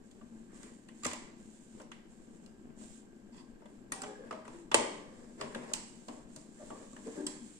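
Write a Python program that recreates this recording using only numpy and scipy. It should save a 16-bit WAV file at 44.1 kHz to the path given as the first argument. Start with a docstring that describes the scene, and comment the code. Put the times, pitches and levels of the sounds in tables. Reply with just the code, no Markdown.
"""Hands play with a small house of plastic toy bricks on a wooden table, in a bare, lively room.
Contacts set the table, plate, walls, bricks and edges ringing as damped modes; a drawer thuds on its stop,
a pressed door groans and springs open, and the base plate skips over the table.
Fingers and sliding parts rub as shaped noise. Behind them lie a low hum, a thin whine and faint hiss;
all is heard through two microphone ports, each with its own resonance."""
import sys
import numpy as np
from scipy import signal
from scipy.fft import rfft, irfft, next_fast_len
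from scipy.io import wavfile
from scipy.ndimage import uniform_filter1d, map_coordinates

SR = 44100
rng = np.random.default_rng(int(sys.argv[2]) if len(sys.argv) > 2 else 0)


def wav_out(sig):
    """Save sig, one row per channel (or a flat mono array), as 16-bit PCM at SR to the path in sys.argv[1]."""
    wavfile.write(sys.argv[1], SR, np.round(np.clip(np.atleast_2d(sig).T, -1, 1) * 32767).astype(np.int16))


N = 334895

# Contacts of the plastic parts. Each row: time in seconds, strength in dB before the trim of each part,
# hardness in dB (hard edge +, soft bump -), hollowness in dB (hollow wall +, solid rim -),
# wall mode of the touched spot in Hz, its level in dB, edge mode in Hz, its level in dB (before the spot trims).
TOUCHES = [(0.111, -76, 11, -6, 3380, -67.5, 7000, -71), (0.211, -71, -9, 6, 1150, -59.5, 7630, -80),
           (0.629, -63.5, 7, 1, 1770, -70, 7300, -62), (0.885, -73, 9.5, 11.5, 2920, -74, 4880, -73),
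           (1.033, -55.5, 9, 0, 1230, -51, 4730, -59), (1.045, -47.5, 6.5, 2.5, 1170, -47, 8940, -53),
           (1.05, -42, 5, -1, 1150, -39, 4950, -47), (1.063, -41.5, 3.5, -4.5, 1150, -44.5, 7400, -43.5),
           (1.078, -56, 0, -6, 2140, -52, 7350, -60), (1.111, -58.5, 7, 8.5, 1000, -60, 7160, -64),
           (1.131, -50.5, 6.5, -1, 1920, -51, 7300, -52), (1.798, -59, -8, 2, 534, -58, 7500, -73),
           (1.815, -61.5, 1.5, -14, 563, -54, 5700, -65), (1.915, -66, 7, 14, 1150, -52.5, 6200, -67),
           (2.46, -64.5, 3, -13, 2830, -68, 4640, -67.5), (2.812, -74, -13, 10, 590, -67, 6520, -76),
           (3.618, -69, -10, 1, 644, -63, 5050, -85), (3.655, -66.5, -3, 5.5, 582, -58, 7550, -77),
           (3.919, -40.5, 3.5, -6, 1920, -39.5, 8760, -44), (4.017, -47.5, 2, -10, 1350, -49, 7630, -49),
           (4.034, -51.5, -3.5, 5.5, 815, -52, 5520, -54), (4.247, -63, -11, -10, 520, -52, 7600, -81),
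           (4.308, -50.5, -5.5, 2.5, 1216, -39.5, 7200, -69), (4.324, -55, -6.5, 7.5, 626, -44, 4760, -66),
           (4.451, -69, 2, 9, 615, -63, 7730, -75), (4.477, -57, -4.5, 2.5, 985, -60, 8730, -70),
           (4.714, -45.5, -0.5, 9.5, 900, -46, 6200, -55), (5.41, -45.5, -0.5, 2.5, 1150, -46, 4560, -47),
           (5.435, -55.5, -15, -22, 970, -62, 5130, -64), (5.546, -56, 2, 11.5, 1620, -44.5, 4250, -55),
           (5.556, -52, -12, -13, 560, -43, 4200, -69), (5.631, -60, -7.5, 1, 510, -56, 7600, -70),
           (5.714, -63.5, -10.5, 7, 615, -52, 7280, -73), (5.734, -41.5, 10, -7, 3310, -45, 8380, -40),
           (6.082, -47.5, -4.5, -4.5, 635, -47, 5500, -63), (6.36, -50.5, 1.5, -16.5, 624, -57, 7050, -63),
           (6.605, -65, -15, -11, 615, -58, 6120, -73), (6.702, -55, -11, 1.5, 640, -65, 8700, -68),
           (6.93, -57, -5, -17, 1170, -61, 6530, -68), (6.963, -61.5, -2.5, 5.5, 1700, -55.5, 7560, -76),
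           (7.069, -51, -10.5, -17, 520, -49, 7700, -62), (7.265, -45.5, 9.5, -11.5, 3250, -45, 8020, -47)]


def amp(db):
    """Decibels to gain."""
    return 10 ** (np.asarray(db) / 20)


def unit(x):
    """Scale to rms 1."""
    return x / np.sqrt(np.mean(x ** 2) + 1e-20)


def along(points, hz):
    """Read a curve of (Hz, value) points on a log frequency axis."""
    point_hz, value = np.transpose(points)
    return np.interp(np.log(hz + 1), np.log(point_hz + 1), value)


def wobble(rate):
    """A smooth random curve, rate knots a second."""
    knots = rng.standard_normal(int(N * rate / SR) + 4)
    return map_coordinates(knots, [np.arange(N) * rate / SR])


def filtered(x, response):
    """x through a complex response of frequency."""
    n = x.shape[-1]
    padded = next_fast_len(2 * n)
    hz = np.fft.rfftfreq(padded, 1 / SR)
    return irfft(rfft(x, padded) * response(hz), padded)[..., :n]


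def resonance(hz, centre, width):
    """Causal response of one damped mode, 1 at its centre."""
    return 1j * hz * width / (centre ** 2 - hz ** 2 + 1j * hz * width)


def spread(pair):
    """Two unrelated signals as left and right: nearly mono around 150-300 Hz, far apart elsewhere."""
    # Each row: frequency in Hz, left-right correlation.
    likeness = [(30, 0.081), (150, 0.92), (300, 0.93), (600, 0.047), (1500, 0.14), (4000, 0.036)]

    def mid_side_gains(hz):
        angle = np.arccos(np.clip(along(likeness, hz), -1, 1)) / 2
        return np.array([np.cos(angle), np.sin(angle)])

    mid, side = filtered(pair, mid_side_gains)
    return np.array([mid + side, mid - side])


def noise(spectrum, grain_db):
    """Stereo noise of rms 1; grain_db sets how strongly fast level flutter breaks it into tiny slips."""
    slips = rng.standard_normal((2, N)) * amp(grain_db * wobble(400))
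    return unit(spread(filtered(slips, lambda hz: amp(along(spectrum, hz)))))


def strokes(rows, rise_s, fall_s, rest_db):
    """Gain of a sliding sound: each stroke speeds up, holds and eases off; powers add over a resting level."""
    t, power = np.arange(N) / SR, amp(rest_db) ** 2
    for start, length, db in rows:
        speed_up = np.clip((t - start) / rise_s, 0, 1)
        ease_off = np.clip(.5 + (start + length - t) / fall_s, 0, 1)
        power = power + (amp(db) * speed_up * ease_off) ** 2
    return np.sqrt(power)


def ringing(modes, blows, contact_t60, rise, rattle_db, rattle_t60, vary_db):
    """A part rattled at each (s, dB) as left, right and all-round sound; a blow has the energy of 10 ms at its level."""
    size, all_round_delay = SR // 8, SR // 300
    t, out = np.arange(size) / SR, np.zeros((3, N + size))
    # the faces catch and let go in a burst of micro-impacts, then the loose joints chatter more softly
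    burst = amp(-60 * t / contact_t60) + amp(rattle_db - 60 * t / rattle_t60)
    force = (1 - np.exp(-(t / rise) ** 2)) * burst
    blow = 1. * (np.arange(size) == all_round_delay)  # leaves room for the zero-phase ring ahead of its peak
    centre, width, mode_db = np.transpose(modes)[..., None]
    sign = (-1) ** np.arange(len(modes))[:, None]
    for s, db in blows:
        strengths = amp(mode_db + vary_db * rng.standard_normal(centre.shape))  # each spot favours other modes

        def each(hz):
            radiated = resonance(hz, centre, centre * 1.4)  # best near the mode's own pitch
            return strengths * resonance(hz, centre, width) * radiated

        impacts = spread(rng.standard_normal((2, size))) * force
        aimed = unit(filtered(impacts, lambda hz: (sign * each(hz)).sum(0)))
        # over all directions the burst acts as one blow and the modes add in power
        all_round = unit(filtered(blow, lambda hz: np.linalg.norm(each(hz), axis=0)))
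        level = amp(db) * np.sqrt(.01 * SR / size)
        out[:, round(s * SR):][:, :size] += level * np.vstack([aimed, all_round])
    return out[:, :N]


def struck(modes, blows, soft_s):
    """A panel hit cleanly at each (s, dB): left, right and all-round; left and right carry 10 ms at that rms."""
    size = SR // 4
    t, out = np.arange(size) / SR, np.zeros((3, N + size))
    centre, width, ahead_db, around_db = np.transpose(modes)[..., None]
    sign = (-1) ** np.arange(len(modes))[:, None]
    for s, db in blows:
        ports_db = ahead_db + rng.standard_normal((2, len(modes), 1))  # each port sees the modes a little differently
        strengths = sign * amp(np.concatenate([ports_db, around_db[None]]))

        def panel(hz):
            radiated = resonance(hz, centre, centre)
            return (strengths * resonance(hz, centre, width) * radiated).sum(1)

        ring = filtered(np.exp(-t / soft_s), panel)
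        rms_10ms = np.sqrt(np.sum(ring[:2] ** 2) / 2 / (.01 * SR))
        out[:, round(s * SR):][:, :size] += amp(db) * ring / rms_10ms
    return out[:, :N]


def excitation(own_db, hard_share, hollow_share):
    """(s, dB) of one part at every contact: its trim plus its shares of the hardness and hollowness."""
    s, strength_db, hard_db, hollow_db, *_ = np.transpose(TOUCHES)
    return zip(s, strength_db + own_db + hard_share * hard_db + hollow_share * hollow_db)


def background():
    """A low hum that fills the room, a thin, unsteady whine of narrow noise and the microphone's hiss."""
    # Spectra. Each row: frequency in Hz, relative level in dB per Hz.
    hum_spectrum = [(10, 2.5), (28, 0.5), (60, -14.5), (110, -10), (170, -5.5), (228, 8.5), (275, -2.5),
                    (330, -1), (500, -12.5), (800, -18), (1500, -28), (3000, -32.5), (6000, -73)]
    hiss_spectrum = [(300, -28), (2000, 7), (5000, 9.5), (8000, -0.5), (9500, -50), (10500, 8.5),
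                     (12500, 19), (13500, -53)]
    hum = amp(-54.5 + 1.3 * wobble(13)) * noise(hum_spectrum, grain_db=-2.5)
    # two passes through one resonance, 90 Hz wide per pass
    whine = unit(filtered(rng.standard_normal(N), lambda hz: resonance(hz, 1600, 90) ** 2))
    hiss = noise(hiss_spectrum, grain_db=1.5)
    return hum + amp(-77.5) * whine + amp(-77.0) * hiss


def room(x, build):
    """The diffuse answer of the walls as decaying noise, drawn afresh each quarter second."""
    # Each row: frequency in Hz, time to fall 60 dB in seconds.
    decay = [(100, 0.41), (300, 0.74), (700, 0.63), (2000, 0.7), (4000, 0.63), (8000, 0.56), (12000, 0.23)]
    size, step = SR * 3 // 4, SR // 4
    out = np.zeros((2, N + size + step))
    age = np.arange(size) / SR
    early = amp(-9.5) * np.exp(-age / 0.022)  # first answers of the table and near walls
    swell = (1 - np.exp(-age / build)) * (1 + early)
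    for start in range(0, N, step):
        hz, t, z = signal.stft(rng.standard_normal((2, size)), SR, nperseg=256)
        t60 = along(decay, hz)[:, None]
        fading = z * amp(-60 * t / t60) / np.sqrt(t60)
        tail = signal.istft(fading, SR, nperseg=256)[1][:, :size]
        tail = unit(spread(tail) * swell) / np.sqrt(size)
        answer = signal.fftconvolve(x[None, start:start + step], tail, axes=1)
        out[:, start:start + answer.shape[1]] += answer
    return out[:, :N]


def standing_waves(x):
    """The room keeps ringing at a few pitches of its own, alike at both ports."""
    # Each row: frequency in Hz, width in Hz, gain in dB.
    room_tones = [(243.5, 3.1, 13), (298, 2.5, 9), (343, 2.4, 1), (380, 2.3, 5), (413, 4, 7.5),
                  (475, 4.4, 9), (525, 1.5, 6), (604, 3.1, 2.5), (899, 3.7, 4), (974, 6.3, 3),
                  (1009, 6.2, 0), (1177, 2.4, 3.5)]
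    return filtered(x, lambda hz: sum(amp(db) * resonance(hz, centre, width) for centre, width, db in room_tones))


def rubbing():
    """Fingertips whisper over the plastic as noise; the holding hand never quite rests."""
    # Each row: start in seconds, length in seconds, level in dB before the trim below.
    rub_strokes = [(0, 0.97, -69.5), (.51, 0.23, -58), (.92, 0.31, -60.5), (1.35, 0.48, -63.5),
                   (2.05, 0.44, -67), (2.75, 0.24, -56.5), (3.31, 0.1, -60), (3.66, 0.19, -73),
                   (4.47, 0.16, -61), (5.1, 0.37, -66), (5.45, 0.77, -60.5), (6.25, 0.26, -62.5),
                   (6.5, 0.73, -58.5), (7.0, 0.61, -57.5)]
    # Each row: frequency in Hz, relative level in dB per Hz.
    skin_spectrum = [(600, -31.5), (1500, -7.5), (3000, -4.5), (5000, -7.5), (7400, -0.5), (9200, -8.5),
                     (11000, -19), (15000, -7)]
    gain = strokes(rub_strokes, rise_s=0.056, fall_s=0.099, rest_db=-73.5)
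    uneven = amp(-6.0 + 1.3 * wobble(25))  # trim and wavering level
    return gain * uneven * noise(skin_spectrum, grain_db=1.5)


def chafing():
    """A fingertip chafes on the door: rough slips stir the resonances of its pane."""
    # Each row: start in seconds, length in seconds, level in dB.
    chafe_strokes = [(3.315, 0.056, -66), (3.36, 0.051, -59.5)]
    # Each row: frequency in Hz, width in Hz of each of two passes, relative level in dB.
    pane_modes = [(1000, 210, 4.5), (1950, 284, -3.5), (2540, 530, -6.5), (3380, 270, -6), (4660, 400, -5),
                  (5030, 520, -8)]

    def pane(hz):
        return sum(amp(db) * resonance(hz, centre, width) ** 2 for centre, width, db in pane_modes)

    slips = rng.standard_normal((2, N)) * amp(2.7 * wobble(300))
    return strokes(chafe_strokes, rise_s=0.021, fall_s=0.025, rest_db=-110) * unit(filtered(slips, pane))


def dragging():
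    """Drawer, hinge and base plate drag in uneven slips, a low scraping body and a brighter grit."""
    # Each row: start in seconds, length in seconds, body in dB, grit in dB (both before the trim below).
    drag_strokes = [(0.488, 0.24, -64.5, -63.5), (1.014, 0.1, -51, -55), (1.757, 0.089, -59, -68),
                    (4.03, 0.59, -59.5, -66), (4.93, 0.39, -58.5, -81), (5.373, 0.094, -46, -54),
                    (5.49, 0.19, -55, -57.5), (5.667, 0.045, -44, -56), (6.556, 0.32, -55.5, -70),
                    (7.03, 0.37, -59, -63.5), (7.145, 0.05, -45, -61)]
    # Spectra. Each row: frequency in Hz, relative level in dB per Hz.
    body_spectrum = [(150, -6.5), (350, 3.5), (540, 3), (750, -8), (1100, -9.5), (1400, -13.5),
                     (1750, -7.5), (2600, -24.5), (5000, -19.5), (10000, -30)]
    grit_spectrum = [(400, -22), (750, -9.5), (1100, -2.5), (1400, -9.5), (1750, -2.5), (2400, -9.5),
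                     (4000, -24), (8000, -29.5)]
    rise_s, fall_s = 0.03, 0.068
    start, length, body_db, grit_db = np.transpose(drag_strokes)
    # the held toy shifts a little all the time, hence the resting levels
    body_gain = strokes(zip(start, length, body_db), rise_s, fall_s, rest_db=-71.5)
    grit_gain = strokes(zip(start, length, grit_db), rise_s, fall_s, rest_db=-83.5)
    body = body_gain * noise(body_spectrum, grain_db=1.5)
    grit = grit_gain * noise(grit_spectrum, grain_db=3.0)
    return amp(-3.5 + 2.16 * wobble(35)) * (body + grit)


def groans(waver, rough_db):
    """Pressed plastic sticks and slips near the pitch of one of its modes, sliding and never steady."""
    # Pressed door, its hinge and the base plate. Each row: start in seconds, length in seconds, middle pitch in Hz,
    # glide as a share of the pitch, level in dB before the trims in scene(), dB per overtone.
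    stick_slips = [(3.94, 0.17, 769, 0.03, -52.5, -6), (4.035, 0.093, 420.7, 0.02, -48, -6),
                   (4.04, 0.26, 1670, -.05, -59, -20), (4.07, 0.07, 528, -.04, -52.5, -20),
                   (4.183, 0.08, 508.6, 0.052, -47.5, -32), (4.318, 0.06, 611, 0.086, -50, -9.5),
                   (4.535, 0.13, 346, -0.039, -52, -20), (6.593, 0.053, 607, 0.03, -50.5, -19),
                   (6.7, 0.072, 1134, 0.024, -56, -26), (7.057, 0.053, 470, 0.063, -44, -27),
                   (7.158, 0.1, 295.5, -0.049, -41.5, -10)]
    changes_per_s = 170
    t, out = np.arange(N) / SR, np.zeros(N)
    overtone = np.arange(5)[:, None]
    for s, length, hz, glide, db, fall_db in stick_slips:
        u = (t - s) / length
        on = (u > 0) & (u < 1)
        u, slips = u[on], np.arange(on.sum()) * changes_per_s / SR

        def unsteady():
            return map_coordinates(rng.standard_normal(changes_per_s), [slips], mode="mirror")

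        pitch = hz * (1 + glide * (u - .5) + waver * unsteady())
        phase = 2 * np.pi * np.cumsum(pitch) / SR
        pressure = np.sqrt(np.sin(np.pi * u)) * (1.5 - u)
        tone = (amp(fall_db * overtone) * np.sin((overtone + 1) * phase)).sum(0)
        out[on] += amp(db + rough_db * unsteady()) * pressure * tone
    return out


def judder():
    """The base plate skips over the table as it is pulled up, each skip a soft blow on its modes."""
    # Each row: frequency in Hz, width in Hz, dB towards the microphone, dB into the room.
    base_modes = [(283, 55, 3, -3), (377, 41, 3.5, -6.5), (865, 100, -22, -11), (1620, 73, -7, -4)]
    # Each row: time in seconds, level in dB.
    skips = [(7.177, -37.5), (7.187, -38.5), (7.203, -38), (7.229, -42), (7.239, -48), (7.263, -43.5)]
    plate = struck(base_modes, skips, soft_s=0.00054)
    return plate[:2], plate[2]


def drawer():
    """The little drawer thuds against its stop and shakes the house, ringing in low modes."""
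    # Each row: frequency in Hz, width in Hz, dB towards the microphone, dB into the room before the feed trim.
    drawer_modes = [(82, 14, -5, -2), (173, 25, -4.5, -13), (263, 23, -4, 5), (560, 130, 1, -6),
                    (2200, 230, -13, 4)]
    # Each row: time in seconds, level in dB.
    stops = [(1.0593, -37), (1.132, -48.5)]
    box = struck(drawer_modes, stops, soft_s=0.00015)
    return box[:2], amp(-7.5) * box[2]


def door():
    """The door jumps out of its catch: the catch rasps briefly, the panel knocks and slaps the frame once more."""
    # Each row: frequency in Hz, width in Hz, dB towards the microphone, dB into the room before the feed trim.
    panel_modes = [(245, 27, -16, -11.5), (354, 51, -6, -3), (451, 75, -6.5, -8), (576, 78, 0, -4),
                   (896, 38, -3, -6), (1002, 63, -6, -8), (1170, 100, -6.5, -12), (1575, 135, -9.5, -13),
                   (1938, 81, -6.5, -8), (2220, 150, -25, -9), (2620, 260, -3.5, -16.5),
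                   (3195, 300, -7.5, -12)]
    # Each row: frequency in Hz, width in Hz, relative level in dB.
    catch_modes = [(4320, 1000, 1.5), (4950, 1600, -3.5), (6100, 1400, -2), (7400, 480, -2.5),
                   (8460, 540, 1.5), (14000, 1300, -15.5)]
    open_s, catch_lead_s, rebound_s = 4.7435, 0.0015, 0.0068
    panel = struck(panel_modes, [(open_s, -20), (open_s + rebound_s, -31)], soft_s=0.00003)
    catch = ringing(catch_modes, [(open_s - catch_lead_s, -25)], contact_t60=0.015, rise=0.0025,
                    rattle_db=-12, rattle_t60=0.048, vary_db=1.0)
    return panel[:2] + catch[:2], amp(1.7) * panel[2] + amp(-5.5) * catch[2]


def spots():
    """The touched spot sings briefly in one wall mode and one edge mode, blurred by the chattering contact."""
    size = SR // 8
    attack_s, wall_t60, edge_t60 = 0.0021, 0.044, 0.018
    wall_blur, edge_blur = 0.05, 0.11  # line width as a share of the pitch
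    t, out = np.arange(size) / SR, np.zeros((3, N + size))
    for s, *_, wall_hz, wall_db, edge_hz, edge_db in TOUCHES:
        wall = (wall_hz, wall_db, wall_t60, wall_blur)
        edge = (edge_hz, edge_db, edge_t60, edge_blur)
        for hz, db, t60, blur in (wall, edge):
            apart = min(1, hz / 4000) * rng.uniform(-np.pi, np.pi, (3, 1))  # short waves reach the ports out of step
            jitter = uniform_filter1d(rng.standard_normal(size), size=24)
            chatter = np.cumsum(jitter) * np.sqrt(2 * np.pi * blur * hz / SR)  # random drift of the phase
            envelope = unit((1 - np.exp(-(t / attack_s) ** 2)) * amp(-60 * t / t60))
            ring = envelope * np.sqrt(2) * np.sin(2 * np.pi * hz * t + apart + chatter)
            out[:, round(s * SR):][:, :size] += amp(db) * ring * np.sqrt(.01 * SR / size)
    return amp(-1.0) * out[:2, :N], amp(-5.5) * out[2, :N]


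def contacts():
    """Table, plate, walls, bricks and edges ring at each contact; the edges send less of their sound into the room."""
    # Modes of each part. Each row: frequency in Hz, width in Hz, relative level in dB.
    table_modes = [(87, 97, -18), (148.6, 8, -3), (244.5, 29, -1.5), (299, 14, -0.5), (417, 145, -13)]
    plate_modes = [(470, 180, -15.5), (612, 18, -3), (690, 94, -20.5)]
    wall_modes = [(920, 110, 1.5), (1037, 37, 4), (1150, 97, 2.5), (1443, 400, -4.5), (1670, 110, -6)]
    brick_modes = [(1960, 260, 5.5), (2120, 510, 2), (2350, 690, -1), (2947, 210, -0.5), (3380, 180, -2.5)]
    edge_modes = [(4440, 1100, 1.5), (5000, 1300, 1), (6200, 1140, 1), (7540, 1030, -3), (8520, 1100, -4.5),
                  (13500, 3600, -5)]
    thump = ringing(table_modes, excitation(own_db=-2.1, hard_share=-0.89, hollow_share=0.061),
                    contact_t60=0.0098, rise=0.0025, rattle_db=-17, rattle_t60=0.08, vary_db=3)
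    knock = ringing(plate_modes, excitation(own_db=-2.9, hard_share=-1.15, hollow_share=0.57),
                    contact_t60=0.005, rise=0.0009, rattle_db=-18, rattle_t60=0.12, vary_db=3)
    clack = ringing(wall_modes, excitation(own_db=-0.91, hard_share=-0.071, hollow_share=0.69),
                    contact_t60=0.021, rise=0.0012, rattle_db=-8, rattle_t60=0.066, vary_db=3)
    click = ringing(brick_modes, excitation(own_db=-1.74, hard_share=0.62, hollow_share=0.91),
                    contact_t60=0.041, rise=0.0021, rattle_db=-28.5, rattle_t60=0.055, vary_db=3)
    snap = ringing(edge_modes, excitation(own_db=0, hard_share=1, hollow_share=0),
                   contact_t60=0.012, rise=0.0033, rattle_db=-25, rattle_t60=0.034, vary_db=3)
    direct = amp(-0.5) * thump + amp(0.5) * knock + amp(3.0) * clack + amp(0.5) * click + amp(-2.5) * snap
    feed = amp(0.0) * thump + amp(-5.0) * knock + amp(-0.5) * clack + amp(-2.0) * click + amp(-7.5) * snap
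    return direct[:2], feed[2]


def scene():
    """The toy and the hands close to the microphone, and the room's answer around them."""
    # Each row: frequency in Hz, diffuse share of the room in dB.
    diffuse_share = [(150, -0.5), (240, -1.5), (600, 2), (750, 4.5), (950, 4), (1400, -2), (3000, -0.5)]
    blows = (contacts(), spots(), drawer(), door(), judder())
    direct, feed = (sum(parts) for parts in zip(*blows))
    sliding = rubbing() + dragging() + chafing()
    groan = groans(waver=0.028, rough_db=5)
    feed = feed + amp(-4.0) * sliding[0] + amp(-5.0) * groan
    diffuse = room(filtered(feed, lambda hz: amp(along(diffuse_share, hz))), build=0.00038)
    close = direct + sliding + amp(-3.5) * groan
    return close + diffuse + standing_waves(feed) + background()


def record(dry):
    """Each port rings at its own pitch; the left hears more bass, a moment later; treble is soft above 10 kHz."""
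    # Left port, then right. Each row: resonance in Hz, width in Hz, level in dB.
    port_modes = [(8730, 570, 12.5), (7500, 670, 9)]
    # Each row: frequency in Hz, left minus right in dB, ahead of the port resonances.
    left_right = [(100, 4.5), (300, 4), (600, 3), (1100, 2.5), (2200, -0.5), (4500, -3), (6500, -5),
                  (8000, -5), (9000, -1.5), (12000, -1)]

    def microphones(hz):
        side = np.array([[.5], [-.5]])
        ports = np.array([1 + (amp(db) - 1) * resonance(hz, centre, width) for centre, width, db in port_modes])
        lag = np.exp(-2j * np.pi * hz * side * 0.00016)  # seconds between the ports
        return ports * lag * amp(side * along(left_right, hz))

    def soft_treble(hz):
        return amp(along([(9700, -0.5), (10600, -10.5), (14000, -17.5)], hz))

    def band_limit(hz):
        return 1 / (1 + (hz / 15700) ** 60)

    return filtered(dry, lambda hz: microphones(hz) * soft_treble(hz) * band_limit(hz))


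dry = scene()
out = record(dry)
wav_out(out)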